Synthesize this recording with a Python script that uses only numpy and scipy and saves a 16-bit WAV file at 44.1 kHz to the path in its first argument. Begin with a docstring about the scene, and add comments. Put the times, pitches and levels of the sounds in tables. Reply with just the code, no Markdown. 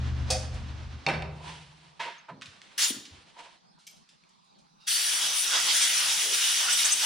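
"""A blow gun puffs once, then blasts chips off the work, close to a small stereo microphone in a machine shop.
Its turbulent jet roars, splashes on metal and makes edges and holes sing. Before that, the low boom
of the stopping mill's frame dies away, a spray can rings as it is tapped and set down on the vise,
shoes shuffle and the gun rattles off its hook. Quiet shop air and a short room tail lie behind."""
import sys
import numpy as np
from scipy import signal
from scipy.fft import rfft, irfft, next_fast_len
from scipy.io import wavfile
from scipy.ndimage import uniform_filter1d, map_coordinates

SR = 44100
rng = np.random.default_rng(int(sys.argv[2]) if len(sys.argv) > 2 else 0)


def file_out(sig):
    """Save sig as 16-bit WAV at sys.argv[1]."""
    # one column per channel
    cols = np.atleast_2d(sig).T
    # limit, then scale
    lim = np.clip(cols, -1, 1)
    pcm = np.round(lim * 32767).astype(np.int16)
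    wavfile.write(sys.argv[1], SR, pcm)


N = 310993

# the shop's reverberation (frequency [Hz], t60 [s])
SHOP_DECAY = [(100, 0.99), (700, 0.87), (2000, 0.55), (6000, 0.47), (12000, 0.32)]
# left-right likeness at the microphone (frequency [Hz], correlation [-1..1])
SOURCE_LIKENESS = [(80, 0.5), (300, 0.93), (700, 0.56), (1290, 0.41), (2380, 0.6), (4400, 0.87),
                   (8120, 0.017), (15000, 0.1)]
AIR_LIKENESS = [(60, 0.55), (290, -0.28), (900, -0.77), (3100, 0.7), (6820, -0.35), (15000, -1.1)]
RUMBLE_LIKENESS = [(40, 0.57), (200, 0.9)]
# noise spectra (frequency [Hz], relative density [dB])
SHOP_AIR = [(15, -49.5), (25, -15), (101, -24.5), (169, 1), (274, -12.5), (567, -17), (848, -6),
            (1400, -15), (1750, -22), (2800, -23), (4260, -14.5), (9810, -37), (15500, -50)]
DRIVE_WHIRR = [(120, -28), (200, -5), (420, -17.5), (750, -12.5), (1570, -13.5), (2090, -17), (3320, -17.5),
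               (6290, -26.5), (14000, -56)]  # belts and bearings
SOLE_SCRAPE = [(150, -24), (330, -14), (653, -13), (978, -13.5), (1200, -14), (3070, -10.5), (9500, -28),
               (14000, -62.5)]
JET_WASH = [(60, -86), (150, -20), (400, -13.5), (950, -2.5), (1300, -0.5), (2000, -36)]  # spent air sweeping the table
JET_ROAR = [(900, -40), (1400, -8), (2200, -6), (3200, -3), (4300, -7), (6000, -12.5), (9000, -49)]  # the mixing jet
JET_SPLASH = [(2500, -55), (4000, -9), (5100, 2), (6000, 4), (7200, 2), (8200, -1.5), (10000, -31)]  # air hitting metal
NOZZLE_HISS = [(6000, -60.5), (8200, -7), (9500, -4.5), (10000, -6.5), (10700, 0), (12600, -2),
               (13200, 2.5), (15800, -7.5)]
# resonances (frequency [Hz], width [Hz], gain [dB])
LOOSE_PART_MODES = [(50.4, 17, -7.5), (96.5, 25, -7), (215, 162, -15.5)]
HOLLOW_MODES = [(690, 43, 0), (955, 145, 2.5)]
VALVE_SEAT_MODES = [(2760, 70, -1), (3740, 70, 0), (4850, 700, -9)]
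TUBE_MODES = [(2940, 240, -2), (3390, 127, -1), (3763, 108, 0), (4490, 160, -4.5), (4900, 170, -1.5),
              (5800, 250, -2.5), (8020, 140, -4), (9430, 250, 0), (9970, 210, -1.5)]  # valve and nozzle tube
# soles, gloves, cloth (start [s], rise [s], level [dB], sag [dB/s], length [s], hollow ring [dB])
SCRAPES = [(0.506, 0.016, -54.5, 62.5, 0.27, -5), (1.367, 0.12, -43, 81, 0.45, 0),
           (1.706, 0.15, -58.5, 72, 0.32, -7), (2.46, 0.013, -61, -12, 0.5, -31.5),
           (3.072, 0.043, -59, -4, 0.23, -19), (3.335, 0.056, -51.5, 56, 0.22, -1.5)]
# body knocks of the spray can as it is tapped and set down, then rattles of hose, hook and tools
# (time [s], peak [dB], centre [Hz], t60 [s])
KNOCKS_AND_RATTLES = [(0.304, -33, 1500, 0.2), (1.066, -23.5, 560, 0.28), (1.087, -23, 1550, 0.16),
                      (1.994, -25.5, 2000, 0.32), (2.29, -52, 1980, 0.095), (2.4125, -37.5, 2800, 0.013),
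                      (2.419, -29.5, 2300, 0.033), (2.428, -38.5, 2590, 0.03), (2.458, -37.5, 3160, 0.022),
                      (2.466, -45, 3590, 0.02), (2.617, -35, 2700, 0.0081), (3.052, -36.5, 3480, 0.0663),
                      (3.785, -54, 3900, 0.3), (3.867, -36, 4550, 0.05), (3.876, -35, 4510, 0.021),
                      (3.965, -53, 4400, 0.09), (4.088, -49, 3620, 0.09), (4.237, -50.5, 2600, 0.011),
                      (4.289, -57, 4570, 0.055), (4.441, -65, 6010, 0.11), (4.586, -56, 4300, 0.079)]
# duller handling noises (time [s], peak [dB], centre [Hz], t60 [s])
HOLLOW_KNOCKS = [(1.992, -26, 890, 0.12), (2.05, -30, 680, 0.13), (2.283, -34, 880, 0.08),
                 (3.363, -44, 920, 0.051), (3.397, -41.5, 920, 0.073), (3.452, -44.5, 950, 0.088),
                 (3.772, -57.5, 900, 0.047)]
SOFT_BUMPS = [(2.285, -43, 168, 0.31), (2.468, -50.5, 75, 0.057), (2.293, -51, 480, 0.265),
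              (2.902, -30.5, 230, 0.022), (2.914, -47, 304, 0.17), (2.95, -44, 164, 0.12),
              (3.1, -48.5, 75.6, 0.15)]
# small steel parts (time [s], level [dB], pitch [Hz], t60 [s])
STEEL_PINGS = [(2.18, -56, 6350, 0.074), (3.869, -47, 11950, 0.22), (3.869, -54, 2290, 0.18)]
# glove on steel (time [s], level [dB], pitch [Hz])
GLOVE_SQUEAK = [(4.37, -95, 4950), (4.39, -73, 4900), (4.5, -75, 4750), (4.6, -77, 4250), (4.8, -84, 3900),
                (4.85, -100, 3900)]
# blows on the spray can (time [s], level [dB])
FINGER_TAPS = [(0.3025, -13), (0.319, -21), (0.5394, -45)]
CAN_LANDINGS = [(1.0645, -7), (1.086, -10.5), (1.097, -18.5), (1.138, -26.5), (1.222, -22)]
# the can's ring (frequency [Hz], relative level [dB], t60 [s])
HELD_CAN_MODES = [(520, -2, 0.49), (624, -5, 0.52), (752, 6, 0.24), (2535, -8, 0.27), (3330, -8, 0.08),
                  (4270, -12.5, .11), (4690, 2.5, 0.14), (5210, 1.5, .18), (6130, -2.5, 0.21),
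                  (8450, -11.5, .1)]
CAN_ON_VISE_MODES = [(154.5, -5.5, 1.9), (228, -11.5, 0.73), (790, 0, 0.22), (944, 0, 0.2),
                     (2305, 10, 0.045), (2470, 0, 0.082), (2650, 11, 0.024), (3680, 2.5, 0.053),
                     (4380, 4, 0.027), (5280, 2.5, 0.02)]
# air past the half-pulled trigger (time [s], level [dB])
TRIGGER_LEAK = [(4.79, -100), (4.805, -61), (4.86, -60), (4.875, -52), (4.885, -100)]
# trigger pulls (open [s], shut [s], ramp [s])
VALVE_OPENINGS = [(2.775, 2.912, .006), (4.864, 7.2, .016)]
# one list for the puff, one for the blast (time [s], drive [dB], extra wash drive [dB])
JET_DRIVE = [
    [(2.785, -30, -16), (2.812, -27.5, -17), (2.824, -23.5, -20.5), (2.855, -26.5, -18),
     (2.898, -37, -16.5), (2.91, -30, -16.5)],
    [(4.89, -29, -21), (5.29, -28.5, -12), (5.41, -30.5, -19.5), (5.49, -29.5, -11), (5.55, -26, -9),
     (5.63, -28.5, -12.5), (5.7, -24.5, -13), (5.76, -27.5, -17.5), (5.83, -24, -15.5), (5.88, -29, -18),
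     (6, -25.5, -15), (6.07, -29, -11.5), (6.12, -27, -15.5), (6.31, -29.5, -14), (6.35, -27, -18.5),
     (6.57, -26.5, -18), (6.68, -28, -9.5), (6.71, -25.5, -15), (6.8, -27, -18), (6.93, -27, -12.5),
     (6.96, -33, -13.5), (7.03, -25.5, -15)],
]
# edges and holes singing in the jet (time [s], relative level [dB], pitch [Hz], half-length [s])
EDGE_TONES = [(2.835, -31.5, 4400, 0.02), (2.838, -28, 6940, 0.027), (4.92, -37, 4540, 0.14),
              (5.702, -34, 4500, 0.023), (5.98, -34, 5740, 0.027), (5.539, -39, 1420, 0.059),
              (5.824, -31.5, 8300, 0.025), (6.293, -48.5, 440, 0.06), (6.687, -34, 1500, 0.019),
              (6.703, -32.5, 2720, 0.021), (6.735, -28.5, 8060, 0.014), (6.855, -28, 6300, 0.012),
              (6.858, -27, 8100, 0.011), (6.922, -25, 6350, 0.012), (6.931, -23.5, 8320, 0.01)]
# the microphone's two ports (frequency [Hz], left minus right [dB])
PORT_TILT = [(130, 1.2), (300, 0), (1100, -4), (2900, 0), (5800, -4), (8500, 9), (10000, 13), (11500, 8),
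             (15000, 10)]
# its housing shades the top octave (frequency [Hz], gain [dB])
HOUSING_SHADE = [(10000, 0), (10700, -15)]


def amp(db):
    """Decibels to gain."""
    return 10 ** (np.asarray(db) / 20)


def unit(x):
    """Scaled to rms 1."""
    return x / np.sqrt(np.mean(x ** 2) + 1e-20)


def along(points, hz):
    """Interpolate (Hz, value) points on a log axis."""
    f, v = np.transpose(points)
    return np.interp(np.log(hz + 1), np.log(f + 1), v)


def curves(rows):
    """One value per sample for each column after the time."""
    times, *columns = np.transpose(rows)
    return [np.interp(np.arange(N) / SR, times, column) for column in columns]


def wobble(rate):
    """A smooth random curve, rate knots a second."""
    coarse = np.arange(0, N + 32, 32)
    knots = rng.standard_normal(int(N * rate / SR) + 4)
    return np.interp(np.arange(N), coarse, map_coordinates(knots, [coarse * rate / SR]))


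def filtered(x, response):
    """Filter x by a complex response of frequency."""
    size = next_fast_len(x.shape[-1] + 8192)
    return irfft(rfft(x, size) * response(np.fft.rfftfreq(size, 1 / SR)), size)[..., :x.shape[-1]]


def modes(table, order=1):
    """Causal response of (Hz, width, dB) resonances, passed order times."""
    return lambda f: sum((-1) ** k * amp(db) * 1j * f * width / (hz * hz - f * f + 1j * f * width)
                         for k, (hz, width, db) in enumerate(table)) ** order


def stereo_noise(size, likeness=SOURCE_LIKENESS):
    """White noise in two partly correlated channels."""
    def mid_side_gains(hz):
        angle = np.arccos(np.clip(along(likeness, hz), -1, 1)) / 2
        return np.array([np.cos(angle), np.sin(angle)])
    mid, side = filtered(rng.standard_normal((2, size)), mid_side_gains)
    return np.array([mid + side, mid - side])


def rush(spectrum, patchy_db, likeness=SOURCE_LIKENESS, size=N):
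    """Stereo noise of rms 1 with patches of random gain; it fills the last size samples."""
    bins = signal.stft(stereo_noise(size, likeness), nperseg=512)[2]
    patches = uniform_filter1d(rng.standard_normal(bins.shape[1:]), size=5, axis=0)
    patches = unit(uniform_filter1d(patches, size=10, axis=1))
    noise = signal.istft(bins * amp(patchy_db * patches), nperseg=512)[1][:, :size]
    return np.pad(unit(filtered(noise, lambda hz: amp(along(spectrum, hz)))), ((0, 0), (N - size, 0)))


def add(track, start, sound):
    """Mix a sound in at start seconds."""
    i = round(start * SR)
    track[..., i:i + sound.shape[-1]] += sound[..., :N - i]


def room(sound):
    """The shop's diffuse tail, thin in the bass; the treble dies first."""
    hz, t, bins = signal.stft(stereo_noise(SR // 2), SR, nperseg=256)
    decay = amp(-60 * t / along(SHOP_DECAY, hz)[:, None])
    bass_cut = (hz / (hz + 300))[:, None]
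    tail = signal.istft(bins * decay * bass_cut, SR, nperseg=256)[1]
    delayed = np.pad(np.atleast_2d(sound), ((0, 0), (130, 0)))
    return signal.fftconvolve(delayed, tail / np.linalg.norm(tail[0]), axes=1)


def shop_air():
    """Room tone: the quiet shop around the microphone."""
    return amp(-63) * rush(SHOP_AIR, patchy_db=3.5, likeness=AIR_LIKENESS)


def mill_boom(low_hz=76, upper_hz=124.2, halt_s=0.97, whirr_end_s=1.054, jolt_s=1.053, jolt_rise_s=0.16):
    """Two wavering frame modes, rumbling loose parts and the drive's whirr run down with the mill."""
    t = np.arange(N) / SR
    halt_db_per_s = 237

    def frame_gain(db, sag, jolt_db, jolt_sag):
        """Sags in dB/s, drops out as the spindle halts, and swells again as the can lands."""
        running = amp(db - sag * t - halt_db_per_s * np.maximum(t - halt_s, 0))
        jolt = amp(jolt_db - jolt_sag * np.maximum(t - jolt_s - jolt_rise_s, 0))
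        return running + jolt * np.clip((t - jolt_s) / jolt_rise_s, 0, 1)

    low, upper = (np.sqrt(2) * np.sin(2 * np.pi * hz * t + 0.36 * wobble(6.7))
                  for hz in (low_hz, upper_hz))
    rumble = unit(filtered(stereo_noise(N, RUMBLE_LIKENESS), modes(LOOSE_PART_MODES, order=2)))
    whirr = unit(filtered(stereo_noise(N), lambda hz: amp(along(DRIVE_WHIRR, hz))))
    whirr_db = -46 - 6.5 * t - halt_db_per_s * np.maximum(t - whirr_end_s, 0) + 2.4 * wobble(30)
    return (frame_gain(-30.5, sag=13, jolt_db=-42, jolt_sag=51) * (low + amp(-3.5) * rumble)
            + frame_gain(-34, sag=15.5, jolt_db=-44.5, jolt_sag=62) * upper + amp(whirr_db) * whirr)


def shuffle(swell_db=16.5, release_db_per_s=199, hollow_db_per_s=58.5):
    """Soles and cloth scrape: each stroke swells, sags and stops, with a hollow ring that fades sooner."""
    out, t = np.zeros((2, N)), np.arange(N) / SR
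    scrape = amp(1.5 * wobble(40)) * rush(SOLE_SCRAPE, patchy_db=0.5)
    hollow = unit(filtered(stereo_noise(N), modes(HOLLOW_MODES, order=2)))
    for start, rise, db, sag, length, hollow_db in SCRAPES:
        after = t - start - rise
        level_db = db + np.where(after < 0, swell_db * after / rise, -sag * after)
        level_db -= release_db_per_s * np.maximum(t - start - length, 0)
        ring = amp(hollow_db - hollow_db_per_s * np.maximum(after, 0)) * hollow
        out += amp(level_db) * (scrape + ring)
    return out


def knocks(events, width_ratio, hollow_db, rise_ratio, room_db):
    """Handled objects: noise bursts in one broad resonance each, coloured by a hollow ring."""
    direct, t = np.zeros(N), np.arange(SR // 4) / SR
    hollow = modes(HOLLOW_MODES, order=2)
    for start, db, hz, t60 in events:
        burst = rng.standard_normal(len(t)) * amp(-60 * t / t60) * (1 - np.exp(-t / (rise_ratio * t60)))
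        body = modes([(hz, width_ratio * hz, 0)], order=3)
        knock = filtered(burst, lambda f: body(f) * (1 + amp(hollow_db) * hollow(f)))
        add(direct, start, amp(db) * knock / np.abs(knock).max())
    return direct + amp(room_db) * room(direct)[:, :N]


def steel_pings():
    """Small steel parts ring in flickering, dying tones."""
    out, t = np.zeros(N), np.arange(SR // 4) / SR
    for start, db, hz, t60 in STEEL_PINGS:
        envelope = amp(db - 60 * t / t60 + 7 * wobble(400)[:len(t)]) * (1 - np.exp(-t / .003))
        add(out, start, envelope * np.sin(2 * np.pi * hz * t))
    return out


def glove_squeak():
    """A glove rubs on steel: a faint, unsteady, falling tone."""
    db, hz = curves(GLOVE_SQUEAK)
    return amp(db + 5 * wobble(70)) * np.sin(2 * np.pi * np.cumsum(hz + 90 * wobble(250)) / SR)


def spray_can(blows, can_modes, crack_hz, width_hz, crack_t60, rise_s, ring_db, room_db):
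    """Each blow rings the can's modes over a short crack of noise."""
    out, t = np.zeros((2, N)), np.arange(SR) / SR

    def beating(hz):
        """The unsteady gain of a cluster of close modes."""
        drift = map_coordinates(rng.standard_normal(SR // 200), [t[::10] * 2 * hz ** .5])
        return np.repeat(np.cos(1.4 * drift), 10)

    for start, db in blows:
        ring = amp(ring_db) * sum(amp(level - 60 * t / t60) * beating(hz) * np.sin(2 * np.pi * hz * t)
                                  for hz, level, t60 in can_modes)
        burst = rng.standard_normal(SR) * amp(-60 * t / crack_t60) * (1 - np.exp(-t / rise_s))
        crack = filtered(burst, modes([(crack_hz, width_hz, 0)], order=3))
        add(out, start, amp(db) * (crack + ring * (1 - np.exp(-t / 0.00074))))
        add(out, start, amp(db + room_db) * room(crack + ring * amp(-60 * t / 0.19)))
    return out


def air_jet(usual_wash_db=-14.5, hiss_follows=0.13, hiss_shade=0.62):
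    """Four bands of turbulence, coloured by tube resonances that come and go."""
    flutter_db = 0.89 * wobble(25)  # hand and eddies shake all bands together
    drive_db, wash_db = curves(JET_DRIVE[0] + JET_DRIVE[1])
    hiss_db = drive_db.mean() + hiss_follows * (drive_db - drive_db.mean())
    hiss_db -= hiss_shade * (wash_db - usual_wash_db)  # turned into the work: more wash, less hiss
    bands = ((JET_WASH, drive_db + wash_db - 4), (JET_ROAR, drive_db - 4.5),
             (JET_SPLASH, drive_db - 4.5), (NOZZLE_HISS, hiss_db + 0.5))
    size = N - int(VALVE_OPENINGS[0][0] * SR)
    jet = sum(amp(db + flutter_db + 0.63 * wobble(60)) * rush(spectrum, patchy_db=2, size=size)
              for spectrum, db in bands)
    tube = sum(amp(-2 + 0.6 * wobble(8.2)) * filtered(jet, lambda f: np.abs(modes(half)(f)) ** 2)
               for half in (TUBE_MODES[::2], TUBE_MODES[1::2]))
    return 0.81 * jet + tube


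def edge_tones(width_at_1khz=330):
    """Edges and holes sing briefly as the jet sweeps over them."""
    out, t = np.zeros((2, N)), np.arange(-SR // 5, SR // 5) / SR
    for centre_s, db, hz, half_length in EDGE_TONES:
        resonance = modes([(hz, width_at_1khz * np.sqrt(hz / 1000), 0)], order=2)
        tone = unit(filtered(stereo_noise(len(t)), resonance))
        add(out, centre_s + t[0], amp(db) * np.exp(-(t / half_length) ** 2) * tone)
    return out


def blow_gun():
    """Close up, the valve gates the jet; barely open before the blast, its seat whistles."""
    t = np.arange(N) / SR
    valve = sum(np.clip((t - opens) / ramp, 0, 1) ** 2 * np.clip((shuts - t) / ramp, 0, 1)
                for opens, shuts, ramp in VALVE_OPENINGS)
    jet = valve * (air_jet() + edge_tones())
    leak = amp(curves(TRIGGER_LEAK)[0]) * unit(filtered(stereo_noise(N), modes(VALVE_SEAT_MODES)))
    return amp(1.5) * jet + leak + amp(-6) * room(jet[:1])[:, :N]


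def scene():
    """The shop as it sounds from beside the mill."""
    taps = spray_can(FINGER_TAPS, HELD_CAN_MODES, crack_hz=5500, width_hz=9000,
                     crack_t60=.075, rise_s=.003, ring_db=-14.5, room_db=-3.5)
    landing = spray_can(CAN_LANDINGS, CAN_ON_VISE_MODES, crack_hz=1900, width_hz=3600,
                        crack_t60=.012, rise_s=.0004, ring_db=-19.5, room_db=-6)
    background = shop_air() + mill_boom()
    handling = (knocks(KNOCKS_AND_RATTLES, width_ratio=1.6, hollow_db=-28.5, rise_ratio=.025, room_db=-1.5)
                + knocks(HOLLOW_KNOCKS, width_ratio=2, hollow_db=5, rise_ratio=2.5, room_db=-16)
                + knocks(SOFT_BUMPS, width_ratio=1, hollow_db=-39, rise_ratio=1.2, room_db=-4.5))
    return background + handling + steel_pings() + glove_squeak() + shuffle() + taps + landing + blow_gun()


def record(dry):
    """The microphone: its ports tilt left against right, its housing shades the top octave."""
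    band_limit_hz = 15900

    def response(hz):
        tilt_db = np.outer([.5, -.5], along(PORT_TILT, hz))
        return amp(tilt_db + along(HOUSING_SHADE, hz)) * (hz < band_limit_hz)
    return filtered(dry, response)


dry = scene()
out = record(dry)
file_out(out)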